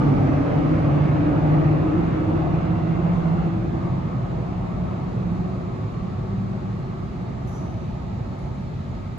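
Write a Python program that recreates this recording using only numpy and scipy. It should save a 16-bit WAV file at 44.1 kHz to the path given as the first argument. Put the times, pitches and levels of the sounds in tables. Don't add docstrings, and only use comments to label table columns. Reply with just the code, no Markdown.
import sys
import numpy as np
from scipy import signal
from scipy.fft import rfft, irfft, next_fast_len
from scipy.io import wavfile
from scipy.ndimage import uniform_filter1d, map_coordinates

SR = 44100
rng = np.random.default_rng(int(sys.argv[2]) if len(sys.argv) > 2 else 0)


def wrap_up_sound(samples):
    columns = np.atleast_2d(samples).T
    tamed = np.clip(columns, -1, 1)
    steps = np.round(tamed * 32767).astype(np.int16)
    wavfile.write(sys.argv[1], SR, steps)


N = 404838
TIME = np.arange(N) / SR


def amp(db):
    return 10 ** (np.asarray(db) / 20)


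def unit(x):
    return x / np.sqrt(np.mean(np.abs(x) ** 2) + 1e-20)


def along(points, hz):
    f, v = np.transpose(points)
    return np.interp(np.log(hz + 1), np.log(np.abs(f) + 1), v)


def curve(points):
    s, v = np.transpose(points)
    return np.interp(TIME, s, v)


def wobble(rate):
    knots = np.random.default_rng(rng.integers(2 ** 31)).standard_normal(int(N * rate / SR) + 8)
    coarse = TIME[::32]
    smooth = map_coordinates(knots, [coarse * rate + 2], mode="mirror")
    return np.interp(TIME, coarse, smooth)


def filtered(x, response):
    m = next_fast_len(N + SR // 2)
    spectrum = rfft(x, m) * response(np.fft.rfftfreq(m, 1 / SR))
    return irfft(spectrum, m)[..., :N]


def rush(spectrum, patchy_db):
    z = signal.stft(rng.standard_normal((2, N)), nperseg=1024)[2]
    patches = uniform_filter1d(rng.standard_normal(z.shape[1:]), size=4, axis=0)
    patches = uniform_filter1d(patches, size=14, axis=1)
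    pair = signal.istft(z * amp(patchy_db * unit(patches)), nperseg=1024)[1][:, :N]
    return unit(filtered(pair, lambda hz: amp(along(spectrum, hz))))


def smeared(hz, wander_hz, evenness=0):
    paths = np.array([wobble(wander_hz) + 1j * wobble(wander_hz) for _ in range(2)])
    paths = paths / (np.abs(paths) ** 2 + .1) ** (np.clip(evenness, 0, 1) / 2)
    carrier = np.exp(2j * np.pi * np.cumsum(hz + np.zeros(N)) / SR)
    return unit((paths * carrier).real)


def drone(hz, wander_rad):
    flutter_db, flutter_rate = 2, 11
    drift = np.array([wander_rad * wobble(7), np.pi * wobble(3)])
    drift = drift + rng.uniform(0, 2 * np.pi, (2, 1))
    tone = np.sin(2 * np.pi * np.cumsum(hz) / SR + drift)
    return unit(amp(flutter_db * wobble(flutter_rate)) * tone)


def motor_pitch():
    start_hz, cruise_hz, speed_up_s = 142, 197, 4.6
    return cruise_hz - (cruise_hz - start_hz) * np.exp(-TIME / speed_up_s)


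def receding(near_db, loss_db):
    metres_per_cycle = 0.085
    tail_start_m = 9
    near_m = 23.2
    travel_m = metres_per_cycle * np.cumsum(motor_pitch()) / SR
    away_m = np.clip(travel_m - tail_start_m, 0, None)
    return amp(near_db - loss_db * np.log2(np.hypot(1, away_m / near_m)))


def tail_gone():
    gone_s, pass_s = 3.53, .08
    return (1 + np.tanh((TIME - gone_s) / pass_s)) / 2


def motors():
    # time_s, relative level_db
    ahead_levels = [(0, -20), (.33, -31), (.55, -27), (.75, -15.5), (1.0, -33.5), (1.35, -27), (1.8, -41),
                    (2.0, -18), (2.3, -47), (2.55, -25.5), (3.1, -23), (3.4, -29), (3.67, -39), (3.85, -26),
                    (4.03, -40.5), (4.3, -32), (4.7, -29.5), (5.07, -37.5), (5.38, -28), (5.85, -42),
                    (6.08, -31), (6.28, -36), (6.52, -27), (6.9, -42), (9.16, -47)]
    # time_s, relative level_db
    behind_levels = [(0, -20.5), (.3, -23.5), (.85, -27.5), (1.02, -16.5), (1.22, -26.5), (1.45, -21.5),
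                     (1.73, -16.5), (1.92, -30), (2.2, -34.5), (2.45, -18.5), (2.7, -31.5), (3.0, -24.5),
                     (3.3, -22.5), (3.5, -25.5), (3.65, -40), (4.25, -32), (4.5, -39), (4.85, -28.5),
                     (5.1, -38), (5.3, -26.5), (5.85, -43), (9.16, -50)]
    # time_s, pitch_hz
    bogie_pitch = [(0, 286), (.8, 293), (1.3, 300), (1.7, 311), (2.2, 318), (3, 322)]

    hz = motor_pitch()
    doppler_start, doppler_full, doppler_s = .023, .044, .9
    doppler = doppler_full - (doppler_full - doppler_start) * np.exp(-TIME / doppler_s)
    ahead = amp(curve(ahead_levels)) * drone(hz * (1 + doppler), wander_rad=.45)
    behind = amp(curve(behind_levels)) * drone(hz * (1 - doppler), wander_rad=.35)
    echoes = receding(near_db=-32.5, loss_db=6.5) * smeared(hz, wander_hz=40)
    tone = amp(-1.45) * (ahead + behind) + echoes

    bogie_gone_s, bogie_fade_db_per_s = 2.36, 18.5
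    bogie = amp(-bogie_fade_db_per_s * np.clip(TIME - bogie_gone_s, 0, None))
    passing = amp(-29) * bogie * drone(curve(bogie_pitch), wander_rad=.55)
    wash_gain = np.hypot(amp(-27.2) * bogie, receding(near_db=-37, loss_db=4))
    wash = wash_gain * smeared(1.96 * hz, wander_hz=85)
    return tone + passing + wash


def rolling():
    # pitch_hz, level_db per Hz
    ground_colour = [(20, -62.5), (32, -30.5), (48, -14.5), (65, -7.5), (82, -8.5), (102, -1), (135, -2),
                     (200, -7), (240, -11.5), (300, -19.5), (450, -40), (900, -88)]
    bore_colour = [(150, -9.5), (260, 2), (370, 0.5), (410, -4.5), (520, -3.5), (680, 0), (880, -2.5),
                   (1000, -7), (1120, -4), (1320, -11), (1400, -19), (2200, -24.5), (4000, -77)]
    wheel_colour = [(150, 5), (300, 11), (450, 19), (700, 12), (1000, -6.5), (1450, 6), (1750, 1),
                    (2100, -1), (2750, -5), (3100, -11.5), (4200, -18.5), (6000, -26.5), (12000, -58.5),
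                    (13000, -50.5)]
    hiss_colour = [(2500, -11.5), (5500, 5.5), (8000, -13.5), (12000, -12.0), (13000, -29.5)]

    rumble = receding(near_db=-24, loss_db=2.5) * rush(ground_colour, patchy_db=0)
    bore = amp(0.42 * wobble(8.9)) * rush(bore_colour, patchy_db=1.8)
    tunnel = receding(near_db=-28.5, loss_db=5.5) * bore

    tail_drop_db = 1.75
    wheel_level_db = .3 * wobble(11) + 0.79 * wobble(60) - tail_drop_db * tail_gone()
    beside = amp(wheel_level_db) * rush(wheel_colour, patchy_db=1.5)
    wheels = receding(near_db=-31.5, loss_db=6.5) * beside

    hiss = amp(-61.5 - 8 * TIME) * rush(hiss_colour, patchy_db=2.5)
    singing = smeared(1253, wander_hz=30) + amp(-2.5) * smeared(1315, wander_hz=30)
    rails = receding(near_db=-49.5, loss_db=3.5) * singing
    return rumble + tunnel + wheels + hiss + rails


def flanges():
    tones = [(1316, 140, -51), (2056, 160, -59), (2740, 320, -60)]  # pitch_hz, wander_hz, level_db
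    start_s, rise_s = 1.4, .5
    rubbing = np.clip((TIME - start_s) / rise_s, 0, 1) * (1 - tail_gone())
    return rubbing * sum(amp(db) * smeared(hz, wander) for hz, wander, db in tones)


def swells():
    # peak_s, spread_s (bell curve sigma), pitch_hz, wander_hz, peak level_db
    resonances = [(0.254, 0.41, 263.8, 36.7, -28), (0.616, 0.96, 565.2, 118, -37.5),
                  (1.902, 0.32, 351.7, 45, -32.5), (2.7, 0.88, 711.4, 150, -41),
                  (3.599, 0.31, 330.8, 42, -33), (4.25, 0.38, 128.3, 20.2, -31),
                  (5.902, 0.68, 1129, 136, -49.5), (6.203, 1.2, 372.6, 30, -46),
                  (6.45, 0.4, 106.5, 8.8, -33), (7.704, 0.27, 639, 120, -45.5), (8.092, 1.1, 873, 130, -51),
                  (8.499, 0.6, 76, 45, -39)]
    out = np.zeros((2, N))
    for peak_s, spread_s, hz, wander, db in resonances:
        bell = np.exp(-((TIME - peak_s) / spread_s) ** 2 / 2)
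        out += amp(db) * bell * smeared(hz, wander)
    return out


def inverter():
    # pitch_hz, relative level_db
    whistles = [(3451, -71), (3752, -78)]
    leaving_db = -12 * np.clip(TIME - 3.5, 0, None)
    return amp(leaving_db + 2.0) * sum(amp(db) * smeared(hz, wander_hz=11) for hz, db in whistles)


def clinks():
    # start_s, ring_db, upper modes over the ring_db, top mode over the ring_db,
    # scuff_db, tick_db
    contacts = [(3.13, -78, -10, -16, -64.5, -79), (5.08, -83, 0, -12, -70.5, -84),
                (5.35, -77, -14, -20, -70.5, -79), (7.472, -65, 1, -1.5, -62, -62),
                (7.526, -66.5, -9, -22, -66, -70), (7.56, -74, -14, -22, -72, -80),
                (8.38, -76, 5, -12, -71, -84)]
    # pitch_hz, relative level_db, t60_s
    modes = [(5975, -2, .95), (5880, -5, .5), (6090, -7, .35), (6350, -13, .3), (9170, -10, .45),
             (9850, -11, .55), (10050, -10.5, .55), (11610, -3.5, .2)]
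    # pitch_hz, level_db per Hz
    scuff_colour = [(2500, -18.5), (4500, 2), (6200, 8.5), (7300, 3.5), (8600, -11.5), (10000, -3.5),
                    (10900, -15), (12000, -6.5), (13000, -28)]
    tick_colour = [(4000, -25), (6200, 3), (8000, -3), (10000, -3), (12700, -5), (13500, -28)]

    rings = []
    for hz, db, t60 in modes:
        register = np.digitize(hz, [8000, 11000])
        mode = amp(db) * smeared(hz, wander_hz=hz / 55, evenness=.3)
        rings.append((register, mode, t60))
    scuff = rush(scuff_colour, patchy_db=1.5)
    tick = rush(tick_colour, patchy_db=1)

    out = np.zeros((2, N))
    for start_s, ring_db, upper_db, top_db, scuff_db, tick_db in contacts:
        start = round(start_s * SR)
        part = slice(start, start + SR)
        t = TIME[part] - TIME[part][0]
        ring = 0
        for register, mode, t60 in rings:
            fade = amp(-60 * t / t60) + amp(-11 - 15 * t / t60)
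            ring = ring + mode[:, part] * amp([0, upper_db, top_db][register]) * fade
        contact = amp(tick_db - 350 * t) * tick[:, part] + amp(scuff_db - 70 * t) * scuff[:, part]
        onset = 1 - np.exp(-t / .001)
        out[:, part] += onset * (amp(ring_db) * ring + contact)
    return out


def station():
    # pitch_hz, level_db per Hz
    air_colour = [(100, 3.5), (1000, 9), (2200, 8), (2900, 1.5), (4100, 2), (5200, -4.5), (6500, -7.5),
                  (7300, -11), (8100, -16), (9000, -25), (10500, -18.5), (12000, -23), (12700, -42),
                  (15000, -41.5)]
    draught_colour = [(15, -67), (24, -44), (32, -12), (46, 8), (62, 4), (85, -1.5), (160, -46.5),
                      (400, -120)]
    # pitch_hz, relative level_db
    whine_tones = [(3752, -78), (6750, -90), (6901, -91.5), (6998, -85), (7101, -83), (7197, -87.5),
                   (7300, -92), (7402, -91.5)]
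    air = amp(-51.5) * rush(air_colour, patchy_db=.9)
    draught = amp(-39.5) * rush(draught_colour, patchy_db=0.5)
    whine = sum(amp(db) * smeared(hz, wander_hz=4.1, evenness=.5) for hz, db in whine_tones)
    return air + amp(1.0) * whine + draught


def hall(pair):
    # pitch_hz, likeness (0-1)
    likeness = [(50, 1), (150, 0.89), (300, 0.66), (450, 0.32), (800, 0.24), (1400, 0.28), (2000, 0.13),
                (2600, 0.43), (5000, 0.15), (7000, 0.5), (9000, 1)]
    # pitch_hz, lead_rad
    left_lead = [(45, -.11), (200, -.27), (350, -.7), (450, -1.45), (750, -1.75), (1250, -1.5), (1550, -3),
                 (2100, -5.5), (3300, -5.5), (4200, -6.5), (5300, -9.3), (7000, -6.1), (9000, -9.4),
                 (11000, -12.6)]

    def spread(hz):
        turn = np.arccos(np.clip(along(likeness, hz), 0, 1)) / 2
        return np.array([np.cos(turn), np.sin(turn)])

    def lead(hz):
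        return np.exp(.5j * along(left_lead, hz) * np.array([[1], [-1]]))

    mid, side = filtered(pair, spread)
    return filtered(np.array([mid + side, mid - side]), lead)


def scene():
    train = hall(motors() + rolling() + flanges() + swells() + inverter())
    return train * amp([[-.4], [.4]]) + hall(station() + clinks())


def record(dry):
    top_hz = 15100
    return filtered(dry, lambda hz: hz < top_hz)


dry = scene()
out = record(dry)
wrap_up_sound(out)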